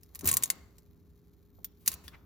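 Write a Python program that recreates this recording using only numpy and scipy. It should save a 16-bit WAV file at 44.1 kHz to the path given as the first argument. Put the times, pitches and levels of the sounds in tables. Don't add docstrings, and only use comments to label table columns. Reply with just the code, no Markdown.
import sys
import numpy as np
from scipy import signal
from scipy.fft import rfft, irfft, next_fast_len
from scipy.io import wavfile

SR = 44100
rng = np.random.default_rng(int(sys.argv[2]) if len(sys.argv) > 2 else 0)


def store_wav(level_fs):
    pcm = np.round(np.clip(np.atleast_2d(level_fs), -1, 1) * 32767)
    wavfile.write(sys.argv[1], SR, pcm.T.astype(np.int16))


N = 99225
TIME = np.arange(N) / SR

# hz, level_db
SNAP_SPECTRUM = [(150, -24), (700, -16), (1500, -8), (2300, -6), (3000, -4.5), (4200, -1), (5700, -4.5),
                 (7000, -1.5), (8400, -3), (10500, 1), (12000, -4), (14000, 1), (15500, -4.5),
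                 (17000, -30.5)]
# hz, share
RING_REGION = [(5500, 0), (7500, 1), (9800, 1), (12500, 0)]
TOP_REGION = [(10000, 0), (13500, 1)]
# hz, level_db (before each snap's chance offset)
STRIP_MODES = [(1085, -39), (1480, -48), (2450, -48), (3700, -50), (7500, -52), (10400, -52), (13900, -48)]


def from_db(db):
    return 10 ** (np.asarray(db) / 20)


def rms_one(x):
    return x / np.sqrt(np.mean(x ** 2) + 1e-20)


def bins(size):
    return np.maximum(np.fft.rfftfreq(size, 1 / SR), 1)


def at_hz(points, hz):
    point_hz, values = np.transpose(points)
    return np.interp(np.log(hz), np.log(point_hz), values)


def level(points):
    return from_db(np.interp(TIME, *np.transpose(points)))


def colour(x, db_at):
    size = 2 * next_fast_len(x.shape[-1])
    cepstrum = irfft(np.log(from_db(db_at(bins(size)))))
    cepstrum[1:size // 2] *= 2
    cepstrum[size // 2 + 1:] = 0
    response = np.exp(rfft(cepstrum))
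    return irfft(rfft(x, size) * response)[..., :x.shape[-1]]


def stereo_noise(side_db, size=N):
    mid, side = rng.standard_normal((2, size))
    return rms_one(mid + from_db(side_db) * side * np.array([[1], [-1]]))


def tail(t60_s, side_db, size):
    x = stereo_noise(side_db, size=size) * from_db(-60 * TIME[:size] / t60_s)
    return rms_one(x) / np.sqrt(size)


def add(out, start_s, x):
    i = max(int(start_s * SR), 0)
    out[..., i:i + x.shape[-1]] += x[..., :max(N - i, 0)]


def grains(per_s, spread_db):
    sizes = from_db(spread_db * np.minimum(rng.exponential(1, N), 4)) * rng.choice([-1, 1], N)
    return sizes * (rng.random(N) < per_s / SR)


def spray(size):
    side_db, late_db = -7, -12
    early = tail(.036, side_db, size=size)
    late = tail(.07, side_db, size=size)
    return early + from_db(late_db) * late


def patch(f, pitch_hz):
    peak_db, half_width_share = 11.5, 0.044
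    return peak_db / (1 + ((f / pitch_hz - 1) / half_width_share) ** 2)


def snaps(size=6000):
    # start_s, level_db, body_db, ring_db, top_db, scatter_db, patch_pitch_hz
    hooks = [(0.0333, -29.5, -8.5, -0.5, 3, -1, 5160), (0.149, -25.5, -8.5, 7, 3, 4.5, 2480),
             (0.156, -18.5, -3, -0.5, 6, 1.5, 1160), (0.1919, -19.5, -12, 1, -1.5, 4, 2400),
             (0.2099, -26.5, -2, 4, -2.5, 6.5, 6200), (0.2446, -19.5, -3.5, 5.5, -2, 2.5, 14700),
             (0.2562, -13, -5, 1, 4, 6.5, 14380), (0.2638, -11.5, -6, 7, 5, 0, 14680),
             (0.2719, -25.5, 0, 6, 1.5, 2.5, 6725), (0.2743, -7, -20.5, 14, 11.5, 0.5, 1114),
             (0.2772, -8, 2, 0.5, 2.5, -2.5, 2630), (0.2846, -11.5, 6.5, 0, 3, 0, 1475),
             (.289, -3.5, -2, 11, 1, 2.5, 1074), (0.297, -20, -3, 4.5, -0.5, 0.5, 1060),
             (0.3144, -9, 2, 16.5, 5.5, 2.5, 1095), (0.329, -7, -1, 7, 1, -6.5, 1090),
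             (0.337, -13, 0, 7.5, -6.5, -1.5, 2523), (0.34, -2.5, -9, 8, 6, -1.5, 1050),
             (0.3692, -1, -7.5, 6, 2.5, 5, 1045), (0.4253, -10.5, -3, 3, -4, 0, 2440),
             (0.4349, -8.5, -3, 0.5, 1.5, -8.5, 2750), (0.4358, -3, -9, 10.5, -2.5, 5, 3650),
             (0.458, -14, -10, -0.5, -2, 0, 6620), (.502, 0, -2.5, 7, 0.5, 0.5, 2110),
             (0.783, -33, -7, -3.5, -4, 6.5, 7600), (1.645, -15, -11, -5, 4.5, 8.5, 3390),
             (1.8606, -21.5, -11, -3.5, -0.5, 13.5, 2250), (1.8775, 8, -13, -2.5, -5.5, 4.5, 2530),
             (1.9167, -18, -4, 2.5, 0.5, 6, 1120), (1.94, -20, -4.5, 6.5, 6.5, 0, 2460)]
    # hz, share
    body_region = [(3000, 1), (6500, 0)]
    # delay_s (before jitter), level_db
    echoes = [(.00105, -11), (.0022, -14)]
    strip_t60_s, mode_spread_db, echo_jitter_share = .065, 2, .06
    ripple_db, ripple_step_hz = 1.5, 361.6
    same_path_share = .6

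    out, t = np.zeros((2, N)), TIME[:size]
    knots_hz = np.arange(80) * ripple_step_hz
    same_paths = spray(size)
    for start_s, db, body_db, ring_db, top_db, scatter_db, pitch_hz in hooks:
        own_paths = spray(size)
        paths = np.sqrt(same_path_share) * same_paths + np.sqrt(1 - same_path_share) * own_paths
        x = from_db(scatter_db) * paths
        x[:, 0] += 1
        for delay_s, echo_db in echoes:
            x[:, int(delay_s * SR * (1 + echo_jitter_share * rng.normal()))] += from_db(echo_db)
        for hz, mode_db in STRIP_MODES:
            decay_db = mode_db + mode_spread_db * rng.normal() - 60 * t / strip_t60_s
            x += from_db(decay_db) * np.cos(2 * np.pi * hz * t)
        ripple = ripple_db * rng.standard_normal(len(knots_hz))

        def snap_db(f):
            regions = body_db * at_hz(body_region, f) + ring_db * at_hz(RING_REGION, f)
            regions += top_db * at_hz(TOP_REGION, f)
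            uneven = np.interp(f, knots_hz, ripple)
            return db + at_hz(SNAP_SPECTRUM, f) + regions + patch(f, pitch_hz) + uneven

        add(out, start_s, colour(x, snap_db))
    return out


def crunch():
    # time_s, level_db
    crackle = [(0, -74.5), (.12, -71.5), (.23, -63.5), (.272, -36.5), (.298, -30.5), (.32, -48), (.42, -58),
               (.47, -53.5), (.6, -76.5)]
    hooks_per_s, spread_db, scatter_db = 550, 3.5, -3.5
    mode_hz = STRIP_MODES[0][0]
    clicks = rms_one(grains(hooks_per_s, spread_db)) * level(crackle)
    scattered = signal.fftconvolve(clicks[None], spray(size=3000))[:, :N]
    x = clicks + from_db(scatter_db) * scattered
    return colour(x, lambda f: at_hz(SNAP_SPECTRUM, f) - 3 * at_hz(RING_REGION, f)
                  + 2 * at_hz(TOP_REGION, f) + patch(f, mode_hz))


def rubs():
    # peak_s, rise_s, fall_s, level_db, tilt_db_per_octave
    swishes = [(0.09, 0.003, 0.018, -81, 12), (1.813, 0.012, 0.073, -66, 9.5),
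               (1.878, 0.0061, 0.018, -33.5, 10), (1.93, 0.0042, 0.0076, -40.5, 6.5),
               (2.041, 0.0026, 0.042, -55.5, 7), (2.145, 0.012, 0.013, -51, -6)]
    # hz, level_db
    spectrum = [(300, -1), (600, -16.5), (1100, -3), (2400, 6), (3300, -1.5), (6000, -10.5), (9000, -9.5),
                (15000, -19)]
    out = np.zeros((2, N))
    for peak_s, rise_s, fall_s, db, tilt in swishes:
        friction = rms_one(grains(per_s=2700, spread_db=1)) + stereo_noise(side_db=-4.5)
        x = rms_one(colour(friction, lambda f: at_hz(spectrum, f)
                           + tilt * np.log2(np.maximum(f, 700) / 2000)))
        envelope = np.exp(-np.maximum((peak_s - TIME) / rise_s, (TIME - peak_s) / fall_s))
        out += x * from_db(db) * envelope
    return out


def taps():
    # start_s, level_db, fall_s
    contacts = [(1.585, -53, .012), (2.039, -57, .016), (2.121, -56, .012)]
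    # hz, level_db
    spectrum = [(200, 13.5), (400, 2.5), (600, 1), (1100, 0.5), (1600, -21), (3000, -39), (8000, -44.5)]
    out = np.zeros((2, N))
    for start_s, db, fall_s in contacts:
        puff = rms_one(colour(stereo_noise(side_db=-2.0), lambda f: at_hz(spectrum, f)))
        add(out, start_s, puff * from_db(db) * np.exp(-TIME / fall_s))
    return out


def nail():
    # hz, width_hz (full, at half amplitude), level_db
    resonances = [(1140, 170, -14.5), (1690, 460, -13), (3430, 230, -7), (4500, 2300, -15.5),
                  (10900, 5700, -21)]
    start_s = 2.0808

    def click_db(f):
        return 10 * np.log10(sum(from_db(db) ** 2 / (1 + (2 * (f - hz) / width_hz) ** 2) ** 2
                                 for hz, width_hz, db in resonances))

    out, x = np.zeros((2, N)), spray(size=6000)
    x[:, 0] += 1
    add(out, start_s, colour(x, click_db))
    return out


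def thuds():
    # start_s, level_db (before attack), pitch_hz, t60_s
    pushes = [(0.2332, -26.5, 274, 0.026), (.236, -39, 371, 0.15), (0.2433, -20.5, 197, 0.029),
              (0.243, -50, 82, 0.28), (0.2566, -31.5, 84, .13), (.282, -40, 160, .1),
              (.343, -46, 70.2, 0.19), (1.585, -51, 200, 0.076), (1.88, -40.5, 194.7, 0.064),
              (1.938, -42, 77, 0.13), (2.051, -45.5, 72, 0.15)]
    attack = 1 - np.exp(-TIME / 0.0032)
    out = np.zeros(N)
    for start_s, db, hz, t60_s in pushes:
        decay = from_db(db - 60 * TIME / t60_s)
        add(out, start_s, decay * attack * np.sin(2 * np.pi * hz * TIME))
    return out


def handling():
    # time_s, level_db
    rustle = [(0, -78), (.2, -64), (.25, -44), (.29, -43), (.32, -48), (.38, -50), (.43, -57), (.53, -56),
              (.85, -76), (1.8, -80), (1.9, -58), (2.25, -70)]
    # hz, level_db
    spectrum = [(30, -19.5), (80, 3), (200, -2.5), (380, -10.5), (600, -14.5), (1200, -14.5), (3000, -35)]
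    return level(rustle) * rms_one(colour(stereo_noise(side_db=-11.5), lambda f: at_hz(spectrum, f)))


def ports(x):
    # hz, left_minus_right_db
    balance = [(100, -0.5), (600, 10.5), (1300, 4), (2400, 0.5), (4400, 5.5), (6800, 5), (8500, 1),
               (15000, -0.5)]
    # hz, phase_rad
    lead = [(100, 0), (1000, 0), (3000, .6), (3700, 1.3), (5000, 1), (6000, -1), (6700, -1.2), (7600, -2.7),
            (10200, -4), (11900, -5.6), (13500, -6.3)]
    f = bins(2 * N)
    half_db = at_hz(balance, f) / 2
    left = from_db(half_db) * np.exp(1j * at_hz(lead, f))
    right = from_db(-half_db)
    return irfft(rfft(x, 2 * N) * np.array([left, right]))[:, :N]


def room(x):
    # hz, level_db
    spectrum = [(200, -8), (600, -2), (1200, -5), (1900, -13), (2600, -14), (5000, -20), (7500, -29),
                (9000, -41), (14000, -32)]
    response = colour(tail(.55, side_db=-2.5, size=40000), lambda f: at_hz(spectrum, f))
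    return signal.fftconvolve(x, response, axes=1)[:, :N]


def air_and_hiss():
    # hz, level_db
    air_spectrum = [(20, -29), (40, -16.5), (62, 1), (85, -1), (120, -11), (170, -12), (260, -12),
                    (400, -20), (520, -29), (1100, -64)]
    # hz, level_db
    hiss_spectrum = [(500, 0), (1100, -3), (2200, -10), (5000, -17), (9000, -27), (16000, -29)]
    air_db, hiss_db = -60, -83
    air = rms_one(colour(stereo_noise(side_db=-8.5), lambda f: at_hz(air_spectrum, f)))
    hiss = rms_one(colour(stereo_noise(side_db=-26.5), lambda f: at_hz(hiss_spectrum, f)))
    return from_db(air_db) * air + from_db(hiss_db) * hiss


def hum():
    # hz, rms_level_db
    tones = [(59.2, -70.5), (166.9, -71), (409.1, -73.5)]
    return sum(from_db(db) * np.sqrt(2) * np.sin(2 * np.pi * (hz * TIME + rng.random()))
               for hz, db in tones)


def whine():
    centre_hz, half_width_hz, level_db, start_s, fade_s = 13800, 8, -80, 1.38, 0.078
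    x = rms_one(colour(rng.standard_normal(N),
                       lambda f: -20 * np.log10(1 + ((f - centre_hz) / half_width_hz) ** 2)))
    return from_db(level_db) * x * np.clip((TIME - start_s) / fade_s, 0, 1)


def scene():
    strip = snaps() + crunch() + rubs() + taps() + nail()
    close = ports(strip + thuds() + handling())
    return close + room(strip) + air_and_hiss() + hum() + whine()


def record(dry):
    stopband_hz = 16900 + 400
    lowpass = signal.cheby2(16, 60, stopband_hz, fs=SR, output="sos")
    return signal.sosfilt(lowpass, np.clip(dry, -1, 1))


dry = scene()
out = record(dry)
store_wav(out)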